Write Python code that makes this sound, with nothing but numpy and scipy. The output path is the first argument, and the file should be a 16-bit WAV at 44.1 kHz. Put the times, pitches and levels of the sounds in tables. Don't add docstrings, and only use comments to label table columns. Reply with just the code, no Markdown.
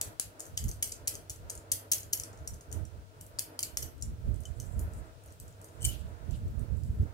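import sys
import numpy as np
from scipy import signal
from scipy.fft import rfft, irfft, next_fast_len
from scipy.io import wavfile
from scipy.ndimage import uniform_filter1d, map_coordinates

SR = 44100
rng = np.random.default_rng(int(sys.argv[2]) if len(sys.argv) > 2 else 0)


def dump_mix(stems):
    frames = np.atleast_2d(stems).T
    limited = np.clip(frames, -1, 1)
    pcm = np.round(limited * 32767).astype(np.int16)
    wavfile.write(sys.argv[1], SR, pcm)


def natural_amplitude(level_db):
    exponent = np.asarray(level_db, float) / 20
    return 10 ** exponent


N = 314433

# start in seconds, peak level in dB, pitch in Hz, time to fall 60 dB in seconds.
PINGS = [(.5757, -35, 6500, 0.027), (.6405, -42, 11800, .03), (0.828, -31.5, 2290, 0.011),
         (.9222, -34, 7100, 0.021), (.9205, -37, 4850, .025), (1.0795, -35, 2490, 0.0096),
         (1.7175, -42, 2310, 0.013), (3.6335, -36, 2220, .015), (3.7715, -35, 5420, 0.012),
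         (4.024, -27, 7240, .03), (4.025, -42, 5660, .04), (5.8188, -41, 8250, .025),
         (5.851, -33, 8280, .03), (5.851, -25, 7040, .02), (5.8505, -42, 2344, 0.035),
         (5.8875, -40, 8160, .02), (.0135, -29, 9500, .012), (.1976, -24, 8500, .008),
         (1.9192, -26, 14000, .015), (1.922, -35, 3220, .025), (1.934, -25, 6450, 0.05),
         (2.134, -28, 9960, .015), (2.2352, -42, 8200, .015), (2.4751, -32.5, 5770, .03),
         (3.5908, -30, 7430, .012), (3.5907, -41, 3110, 0.035), (3.634, -30, 7300, .02),
         (3.654, -38, 4800, .022), (5.8445, -36, 11600, .03), (5.8775, -42, 11700, .03),
         (.4044, -32, 6500, .008), (.4044, -35, 10300, .008), (.5758, -30, 9000, .015),
         (.5765, -38, 3250, .03), (1.498, -35, 6500, .012), (5.324, -55, 6000, .008),
         (5.872, -46, 3030, .04)]
TURN_S = 5


def unit(x):
    return x / np.sqrt(np.mean(x ** 2, axis=-1, keepdims=True) + 1e-20)


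def along(points, hz):
    f, v = np.transpose(points)
    return np.interp(np.log(hz + 1), np.log(f + 1), v)


def curve(rows):
    return np.interp(np.arange(N) / SR, *np.transpose(rows), left=-120)


def swells(rows, floor_db):
    rise_share, drop_db = 0.77, 8.5
    t = np.arange(N) / SR
    power = natural_amplitude(floor_db) ** 2
    for s, db, spread in rows:
        away = np.where(t < s, (s - t) / rise_share, t - s) / spread
        power = power + natural_amplitude(db - drop_db * np.minimum(away, 8) ** 1.4) ** 2
    return 10 * np.log10(power)


def wobble(rate):
    knots = rng.standard_normal(int(N * rate / SR) + 4)
    return map_coordinates(knots, [np.arange(N) * rate / SR])


def noise(spectrum, alike=((100, 0),)):
    size = next_fast_len(N + 8192)
    hz = np.fft.rfftfreq(size, 1 / SR)
    turn = np.arccos(np.clip(along(alike, hz), -1, 1)) / 2
    coloured = rfft(rng.standard_normal((2, size))) * natural_amplitude(along(spectrum, hz))
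    mid, side = coloured * [np.cos(turn), np.sin(turn)]
    return unit(irfft([mid + side, mid - side], size)[:, :N])


def wind_filter(shuts):
    t, edge_s = np.arange(N) / SR, 0.015
    cut_db = np.zeros(N)
    for s, length, db in shuts:
        cut_db += db / 2 * (np.tanh((t - s) / edge_s) - np.tanh((t - s - length) / edge_s))
    return cut_db


def draught():
    # peak time in seconds, peak level in dB, spread in seconds.
    gusts = [(.66, -27.5, 0.048), (2.43, -43, 0.076), (2.53, -40.5, .05), (2.78, -26, 0.056),
             (2.95, -42.5, 0.13), (3.84, -40, 0.15), (4.02, -36, 0.078), (4.1, -32.5, 0.037),
             (4.3, -25.5, 0.078), (4.55, -35.5, 0.38), (4.79, -29.5, 0.099), (4.97, -39, 0.08),
             (5.88, -26.5, 0.084), (6.05, -36.5, 0.13), (6.3, -25.5, 0.057), (6.47, -31.5, .09),
             (6.6, -25, 0.043), (6.73, -24, 0.043), (6.87, -29.5, 0.16), (7.02, -22.5, 0.039)]
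    # peak time in seconds, peak level in dB.
    puffs = [(.08, -45), (.27, -50.5), (.53, -43.5), (.78, -45), (.9, -45.5), (1.03, -48), (1.15, -45),
             (1.32, -47.5), (1.43, -44.5), (1.57, -48.5), (1.74, -47.5), (1.94, -49.5), (2.05, -48),
             (2.2, -49), (2.32, -50), (2.65, -59), (3.06, -52), (3.22, -49.5), (3.36, -51.5), (3.47, -58),
             (3.66, -54), (5.15, -49), (5.3, -51), (5.45, -46), (5.6, -50), (5.7, -59)]
    # start in seconds, length in seconds, depth in dB.
    shut_left = [(2.76, .19, 47), (3.7, 0.15, 29), (3.88, 0.059, 19), (4.22, 0.023, 27), (4.31, .44, 41),
                 (5.03, .06, 23), (5.74, 0.12, 38), (5.85, 0.059, 12), (5.92, 0.12, 39), (6.12, 0.23, 39),
                 (6.55, .24, 40), (6.79, 0.08, 14), (7.06, .1, 42)]
    # start in seconds, length in seconds, depth in dB.
    shut_right = [
        (.11, 0.12, 24),
        (.33, 0.16, 17),
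        (.84, 0.072, 14),
        (.93, 0.055, 33),
        (1.1, 0.11, 12),
        (3.02, 0.12, 47),
        (3.93, 0.094, 25),
        (5.11, 0.11, 28),
    ]
    # frequency in Hz, level in dB per Hz.
    buffet = [(15, -55), (30, -11), (55, 2.5), (80, 3.5), (120, -4), (170, -15.5), (240, -17), (270, -79)]
    # frequency in Hz, level in dB per Hz.
    hum = [(25, -24), (60, -12), (90, -11), (100, 5), (110, -12.5), (150, -12.5), (230, -27), (270, -52.5)]
    # frequency in Hz, level in dB per Hz.
    spill_colour = [(200, -55), (250, -0.5), (330, -2.5), (500, -10), (800, -43)]
    puff_spread_s, calm_db = 0.07, -59

    flow_db = swells([*gusts, *((s, db, puff_spread_s) for s, db in puffs)], calm_db)
    gusty = 1 / (1 + np.exp(-(flow_db + 49.5) / 4))
    lumps = natural_amplitude(4.3 * np.array([wobble(22), wobble(22)]))
    buffeting = unit(lumps * noise(buffet, [(100, 0.29)]))
    bass = np.sqrt(gusty) * buffeting + np.sqrt(1 - gusty) * noise(hum, [(100, 0.92)])
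    bass /= np.abs(uniform_filter1d(bass ** 2, SR // 12)) ** 0.43
    spill_db = 0.85 * flow_db - 30.5 + 4.1 * wobble(14)
    spill = natural_amplitude(spill_db) * noise(spill_colour, [(300, 0.17)])
    port_db = [[-2], [0]] - np.array([wind_filter(shut_left), wind_filter(shut_right)])
    return natural_amplitude(flow_db + port_db) * bass + spill


def fan():
    # frequency in Hz, level in dB per Hz.
    air_colour = [(200, -53.5), (250, 0), (295, -8.5), (316, 5), (340, -8.5), (465, 2), (520, -4.5),
                  (640, 1.5), (760, -9.5), (950, -6.5), (1100, -12.5), (1350, -6.5), (1650, -12),
                  (3500, -30)]
    # time in seconds, level in dB.
    fan_swell = [(0, -57.5), (.3, -62.5), (.7, -59.5), (1.6, -59), (2.55, -59), (2.63, -66), (2.8, -57),
                 (3.1, -64.5), (3.7, -58), (4.2, -61), (4.8, -58.5), (5.2, -62), (6.2, -58.5),
                 (7.13, -59.5)]
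    # frequency in Hz, likeness from -1 to 1.
    likeness = [(250, 1), (640, 0.42), (950, -0.26), (1400, -0.55), (2500, 0.26), (4000, -0.81)]
    # frequency in Hz, level in dB per Hz.
    hiss_colour = [(1500, -27), (2500, 4.5), (4000, 3.5), (7000, 0.5), (10000, -1), (11500, -11),
                   (15500, -1), (16500, -11)]

    air_db = curve(fan_swell) + 2.5 + 1.82 * wobble(13) + 1.52 * wobble(6.5)
    air = natural_amplitude(air_db) * noise([*air_colour, (9000, -36.0)], likeness)
    return air + natural_amplitude(-68.5 + 0.41 * wobble(2.9)) * noise(hiss_colour)


def fingers():
    # peak time in seconds, peak level in dB, spread in seconds.
    strokes = [
        (4.65, -66, 0.16),
        (4.98, -66, 0.092),
        (5.6, -73, 0.37),
        (6.0, -67, 0.11),
        (6.35, -72, .1),
        (6.85, -68, 0.12),
    ]
    # frequency in Hz, level in dB per Hz.
    rustle = [(3000, -39), (5000, -22), (7500, 3.5), (10000, -3), (13000, -8), (16500, -47.5)]
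    # peak time in seconds, peak level in dB, spread in seconds.
    brushes = [
        (5.93, -57.5, 0.084),
        (6.34, -62, 0.047),
    ]
    # frequency in Hz, level in dB per Hz.
    drag = [(1800, -25), (2800, 5), (7000, -12), (11000, -30)]

    slide = natural_amplitude(swells(strokes, -110) + 4.0 * wobble(30)) * noise(rustle, [(7000, 0.057)])
    return slide + natural_amplitude(swells(brushes, -110) + 1.9 * wobble(60)) * noise(drag)


def pings(rows, lag):
    out, t = np.zeros((3, N + SR)), np.arange(2048) / SR
    for s, db, hz, t60 in rows:
        rise = 1 - np.exp(-t / 0.00029)
        ring = rise * natural_amplitude(db - 60 * t / t60) * np.sin(2 * np.pi * hz * t)
        for path, (delay, path_db) in enumerate([(0, 1.2), (lag, -1.2), (0, -9.5)]):
            start = round(s * SR) + delay
            out[path, start:start + len(t)] += natural_amplitude(path_db) * ring
    return out[:, :N]


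def clicks(contacts, lag, hollow_t60, pitch_scatter, room_share, crack_db):
    # frequency in Hz, level in dB, time to fall 60 dB in seconds.
    shell_modes = [(2250, -14, .01), (3900, -9, .008), (4700, -5, .009), (5800, -3, .014), (6400, -5, .012),
                   (7100, -3, .011), (8200, -1, .012), (9100, -4, .008), (10900, -5, .007),
                   (12700, -5, .007), (13800, -5, .007)]
    # frequency in Hz, level in dB.
    crack_colour = [(500, -8), (1200, -24.5), (2200, -11), (3100, -8), (3700, -12.5), (4400, -7.5),
                    (6500, 2), (13500, 7), (17000, -3)]

    out, t = np.zeros((3, N + SR)), np.arange(1536) / SR
    grid = np.fft.rfftfreq(len(t), 1 / SR)
    hz, level_db, t60 = (column[:, None] for column in np.transpose(shell_modes))
    for s, db, ring_hz, hollow_db, sparkle_db in contacts:
        soft = np.clip(-(db + 15.5) / 30, 0, 1)
        rise = 1 - np.exp(-(t / (0.00056 + 0.000057 * soft)) ** 2)
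        detune, scatter = rng.standard_normal(hz.shape), rng.standard_normal((4, *hz.shape))

        near_db = -(6 + 10 * soft) * np.abs(np.log2(hz / ring_hz))
        spot_db = np.where(hz > 10000, sparkle_db - 10.0, near_db)
        modes = natural_amplitude(-60 * t / t60) * np.sin(2 * np.pi * hz * (1 + 0.023 * detune) * t)
        strength_db = 2.5 * scatter[0] + 2.5 * scatter[1:]
        shell = (natural_amplitude(level_db + spot_db + strength_db) * modes).sum(axis=1)
        bead = natural_amplitude(-60 * t / .0075) * np.sin(2 * np.pi * ring_hz * t)

        shared, own = rng.standard_normal(len(t)), rng.standard_normal((3, len(t)))
        colour_db = along(crack_colour, grid) + (sparkle_db + 0.5) / (1 + (10500 / (grid + 1)) ** 8)
        colour_db -= 7 * soft * np.abs(np.log2((grid + 1) / ring_hz))
        crack = natural_amplitude(-60 * t / .0095) * unit(irfft(rfft(shared + .7 * own) * natural_amplitude(colour_db)))
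        crack = natural_amplitude([[0], [0], [-6]] - 1.0 * soft + crack_db) * crack

        snap = unit(np.roll(irfft(natural_amplitude(colour_db)), 20))
        touch = natural_amplitude([[-17], [-17.5], [-15.5]] - 2 * soft) * snap

        rings = np.array([[1], [1], [.28]]) * (natural_amplitude(-3.5) * shell + natural_amplitude(3.5) * bead)
        hard = rise * (rings + crack + touch)
        hard /= np.sqrt(np.mean(hard[:2, :80] ** 2))

        hollow_hz = 3040 * (1 + pitch_scatter * detune[0])
        hollow_level = (1 - np.exp(-t / .002)) * natural_amplitude(hollow_db + 6 - 60 * t / hollow_t60)
        hollow = hollow_level * np.sin(2 * np.pi * hollow_hz * t + .3 * scatter[1:, 0])
        hollow *= [[1], [1], [room_share]]

        for path, (delay, path_db) in enumerate([(0, 1.3), (lag, -1.3), (0, 4 * soft)]):
            start = round(s * SR) + delay
            out[path, start:start + len(t)] += natural_amplitude(db - 3.5 + path_db) * (hard + hollow)[path]
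    return out[:, :N]


def handling():
    rattle = [(4.342, -49.5, 8150), (4.359, -51, 8000), (4.4046, -44.5, 9000), (4.435, -51, 6560),
              (4.619, -51, 6600), (4.7929, -36, 10600), (4.8128, -47, 10200), (4.935, -47.5, 7680),
              (4.9667, -57, 9050), (5.237, -52, 9100), (5.2599, -49, 9100), (5.305, -58, 5550),
              (5.323, -48.5, 8150), (5.3996, -38.5, 8030), (5.4797, -48.5, 7440), (5.615, -46.5, 7880),
              (5.6438, -42.5, 8800), (5.6866, -53, 6960), (6.309, -47, 7430), (6.3312, -58, 6500),
              (6.4806, -58, 7730), (6.594, -47.5, 8940), (6.77, -57, 8100), (6.835, -53, 4980),
              (4.723, -57, 7500), (5.277, -58, 6500), (5.284, -58, 6000), (5.3165, -60, 6500),
              (5.5255, -56, 7000), (6.8345, -55, 9700)]
    # start in seconds, peak level in dB, ring pitch in Hz,
    # hollow ring in dB, sparkle (treble) in dB.
    knocks = [(4.4537, -39.5, 6200, -2, -12), (4.4574, -48, 6600, -2, -16), (4.479, -54, 7500, -15, -11),
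              (4.6, -36.5, 6260, -18, -9), (4.607, -47, 8200, -18, -12), (4.628, -52, 6400, -20, -16),
              (5.806, -52, 7800, -6, -10), (5.8112, -47, 8500, -1, -8), (5.82, -39, 8250, -15, -14),
              (5.8228, -41, 8430, -13, -6), (5.8287, -34.5, 8260, -4, -6), (5.8433, -30, 8400, -1, -5),
              (5.8466, -30, 11400, 0, -1), (5.8501, -19, 8200, -8.5, -6), (5.8532, -21, 8230, -9, -3),
              (5.8557, -26.5, 7100, -12, -11), (5.862, -37, 8360, -11, -8), (5.878, -40, 11600, -6, -4),
              (5.8859, -37.5, 8350, -1, -12), (5.8902, -38, 8000, 5, -12), (5.9, -47, 8300, 4, -14),
              (5.909, -50, 7500, 0, -14), (5.9235, -50, 6500, -2, -17), (5.94, -52, 7000, 6, -15),
              (6.311, -54, 4500, -12, -23)]
    hanging = dict(hollow_t60=.036, pitch_scatter=.008, room_share=.07, crack_db=-5)
    rattle_lag, knock_lag = 7, 5

    beads = []
    for s, db, hz in rattle:
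        sparkle_db = -6 + 13 * np.log2(hz / 8000)
        beads.append((s, db, hz, -27, sparkle_db))
    facing = clicks([k for k in knocks if k[0] < TURN_S], 0, **hanging)
    turned = clicks([k for k in knocks if k[0] > TURN_S], knock_lag, **hanging)
    singing = pings([p for p in PINGS if p[0] > TURN_S], knock_lag)
    return clicks(beads, rattle_lag, **hanging) + facing + turned + singing


def tapping():
    # start in seconds, peak level in dB, ring pitch in Hz,
    # hollow ring in dB, sparkle (treble) in dB.
    blows = [(0.0129, -20, 7550, -14, -13), (0.1972, -18, 9730, -39, -14), (0.4039, -29.5, 6900, -21, -11),
             (0.5753, -21.5, 6620, -2, -14), (0.8276, -19.5, 7880, -7, -8), (1.0788, -19.5, 7700, -16, -8),
             (1.2968, -29, 6940, -45.5, -7), (1.5016, -29, 8840, -42, -15), (1.7165, -19, 7660, -27, -12),
             (1.9188, -15, 6460, -35, 4), (1.9338, -19, 6630, -18, -17), (2.1332, -17, 6160, -12, 2),
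             (2.139, -26, 6680, -6, 0), (2.475, -31, 8570, -36, -21), (2.7264, -30.5, 8440, -11, -14),
             (3.211, -38, 7570, -5, -2), (3.3874, -26, 4830, -26, -23), (3.3921, -20, 8300, -23, -6.5),
             (3.591, -24.5, 4920, -11, -17), (3.605, -32, 9400, -15, -6), (3.6333, -25.5, 4520, -6.5, -8),
             (3.771, -21.5, 5270, -19, -18), (3.827, -30, 5550, -6, -25), (4.0232, -31.5, 5460, -30, -16)]
    # start in seconds, peak level in dB,
    # ring pitch in Hz, sparkle in dB.
    chatter = [(0.3965, -37, 7400, -14), (.394, -48, 9500, -8), (0.8249, -21.5, 8100, -16),
               (1.0733, -24.5, 6300, -18), (1.0758, -22.5, 8100, -19), (1.302, -32.5, 6400, -30),
               (1.3057, -46, 6440, 4), (1.4979, -32, 7000, -12), (1.7186, -20, 10550, -4),
               (1.7201, -21, 8940, -9), (1.7217, -21.5, 7450, -7), (1.736, -37, 11000, -12),
               (1.916, -19.5, 6000, -2), (1.9223, -17.5, 6450, -12), (1.923, -22.5, 8000, 5),
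               (2.127, -38, 6800, -18), (2.13, -21.5, 10670, -11), (2.4773, -35, 6850, -2),
               (2.715, -41.5, 8400, -19), (3.2083, -47, 8500, -18), (3.594, -31, 8600, 4),
               (3.629, -22, 7170, -11), (3.823, -32, 8160, 6), (3.83, -33, 11660, 4),
               (4.0121, -48, 7300, -8), (.572, -36, 8000, -10), (.83, -23.5, 7000, -4),
               (.842, -33, 7000, -4), (3.3944, -31, 8000, -2), (3.773, -26, 7800, -4)]
    # start in seconds, peak level in dB,
    # ring pitch in Hz, sparkle in dB.
    bead_swings = [(0.4534, -43, 6400, -5), (0.4655, -43.5, 6800, -2), (0.64, -35.5, 6760, -2),
                   (0.682, -38, 6700, -3), (.6868, -38, 6500, 0), (0.6898, -33.5, 6400, -6),
                   (0.7132, -34.5, 6300, -19), (0.8742, -35, 6360, 3), (0.8937, -38, 8100, -24),
                   (0.9107, -50, 8200, 2), (0.9191, -36, 7600, -4), (0.9215, -30.5, 7260, -32),
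                   (1.1393, -38, 8200, 1), (1.145, -42, 6800, -8), (1.153, -33, 6290, -19),
                   (1.3598, -49, 6200, -13), (1.552, -38.5, 8700, -11.5), (1.576, -40, 7000, -22),
                   (1.982, -36.5, 5940, -24.5), (2.0047, -38, 7050, -12), (2.0314, -38, 6900, -23),
                   (2.1736, -35, 6240, -16), (2.1981, -27, 6170, -14), (2.235, -32.5, 5960, -17),
                   (2.33, -51.5, 6760, -35), (2.374, -54, 6400, -22), (2.3885, -57, 6300, -21),
                   (2.541, -45, 6630, -6), (2.609, -45.5, 6550, -11), (2.8517, -45.5, 7700, -21),
                   (3.2643, -47.5, 7540, 7), (.658, -45, 8800, -15), (1.7705, -46, 6000, -8),
                   (2.536, -48, 6500, -20), (3.98, -55, 8500, -12)]
    # start in seconds, peak level in dB,
    # pitch in Hz, time to fall 60 dB in seconds.
    thuds = [
        (.0132, -40, 1000, .004),
        (.1974, -34, 1300, .004),
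        (.1975, -32, 2400, 0.0034),
        (1.917, -40, 1300, .004),
        (3.3874, -34, 1100, 0.0048),
        (3.5905, -30, 1000, 0.0046),
        (3.771, -32, 1100, 0.0053),
    ]
    held = dict(hollow_t60=.012, pitch_scatter=.025, room_share=.3, crack_db=0)
    lag = 8
    rebound_s, rebound_db = 0.0016, -12.5

    grazes = [(s, db, hz, -24, sparkle) for s, db, hz, sparkle in chatter]
    swings = [(s, db, hz, -27, sparkle) for s, db, hz, sparkle in bead_swings]
    rebounds = [(s + rebound_s, db + rebound_db, *colour) for s, db, *colour in swings]
    singing = [p for p in PINGS if p[0] < TURN_S]
    return clicks([*blows, *grazes, *swings, *rebounds], lag, **held) + pings([*thuds, *singing], lag)


def walls(x):
    # delay in seconds, level in dB.
    surfaces = [
        (.0125, -23.5),
        (.0142, -25),
        (0.018, -22.5),
    ]
    echoes = np.zeros((2, N))
    for s, db in surfaces:
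        echoes += natural_amplitude(db) * np.pad(x[::-1], ((0, 0), (round(s * SR), 0)))[:, :N]
    return echoes


def room(x):
    # frequency in Hz, time to fall 60 dB in seconds.
    decay = [(1000, 0.49), (3000, 0.35), (7000, 0.19), (12000, 0.27), (16000, 0.23)]
    out, step = np.zeros((2, N + SR)), SR // 8
    for start in range(0, N, step):
        hz, t, z = signal.stft(rng.standard_normal((2, SR // 2)), SR, nperseg=128)
        fill = 7.8 + 1 / (1 + np.exp(-(t - .013) / 0.016))
        fading = fill * natural_amplitude(-60 * t / along(decay, hz)[:, None])
        tail = signal.istft(z * fading, SR, nperseg=128)[1]
        wet = signal.fftconvolve(x[:, start:start + step], tail / np.linalg.norm(tail[0]), axes=1)
        out[:, start:start + wet.shape[1]] += wet
    return out[:, :N]


def scene():
    air = draught() + fan() + fingers()
    beads = handling() + tapping()
    direct = beads[:2]
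    return direct + walls(direct) + room(beads[2:]) + air


def low_pass(x):
    return signal.sosfilt(signal.butter(12, 17020, fs=SR, output="sos"), x)


def record(dry):
    top_hz = 15900
    hz = np.fft.rfftfreq(N, 1 / SR)
    roll_off = natural_amplitude(-30 * np.clip((hz - top_hz + 150) / 300, 0, 1))
    return low_pass(irfft(rfft(dry) * roll_off, N))


dry = scene()
out = record(dry)
dump_mix(out)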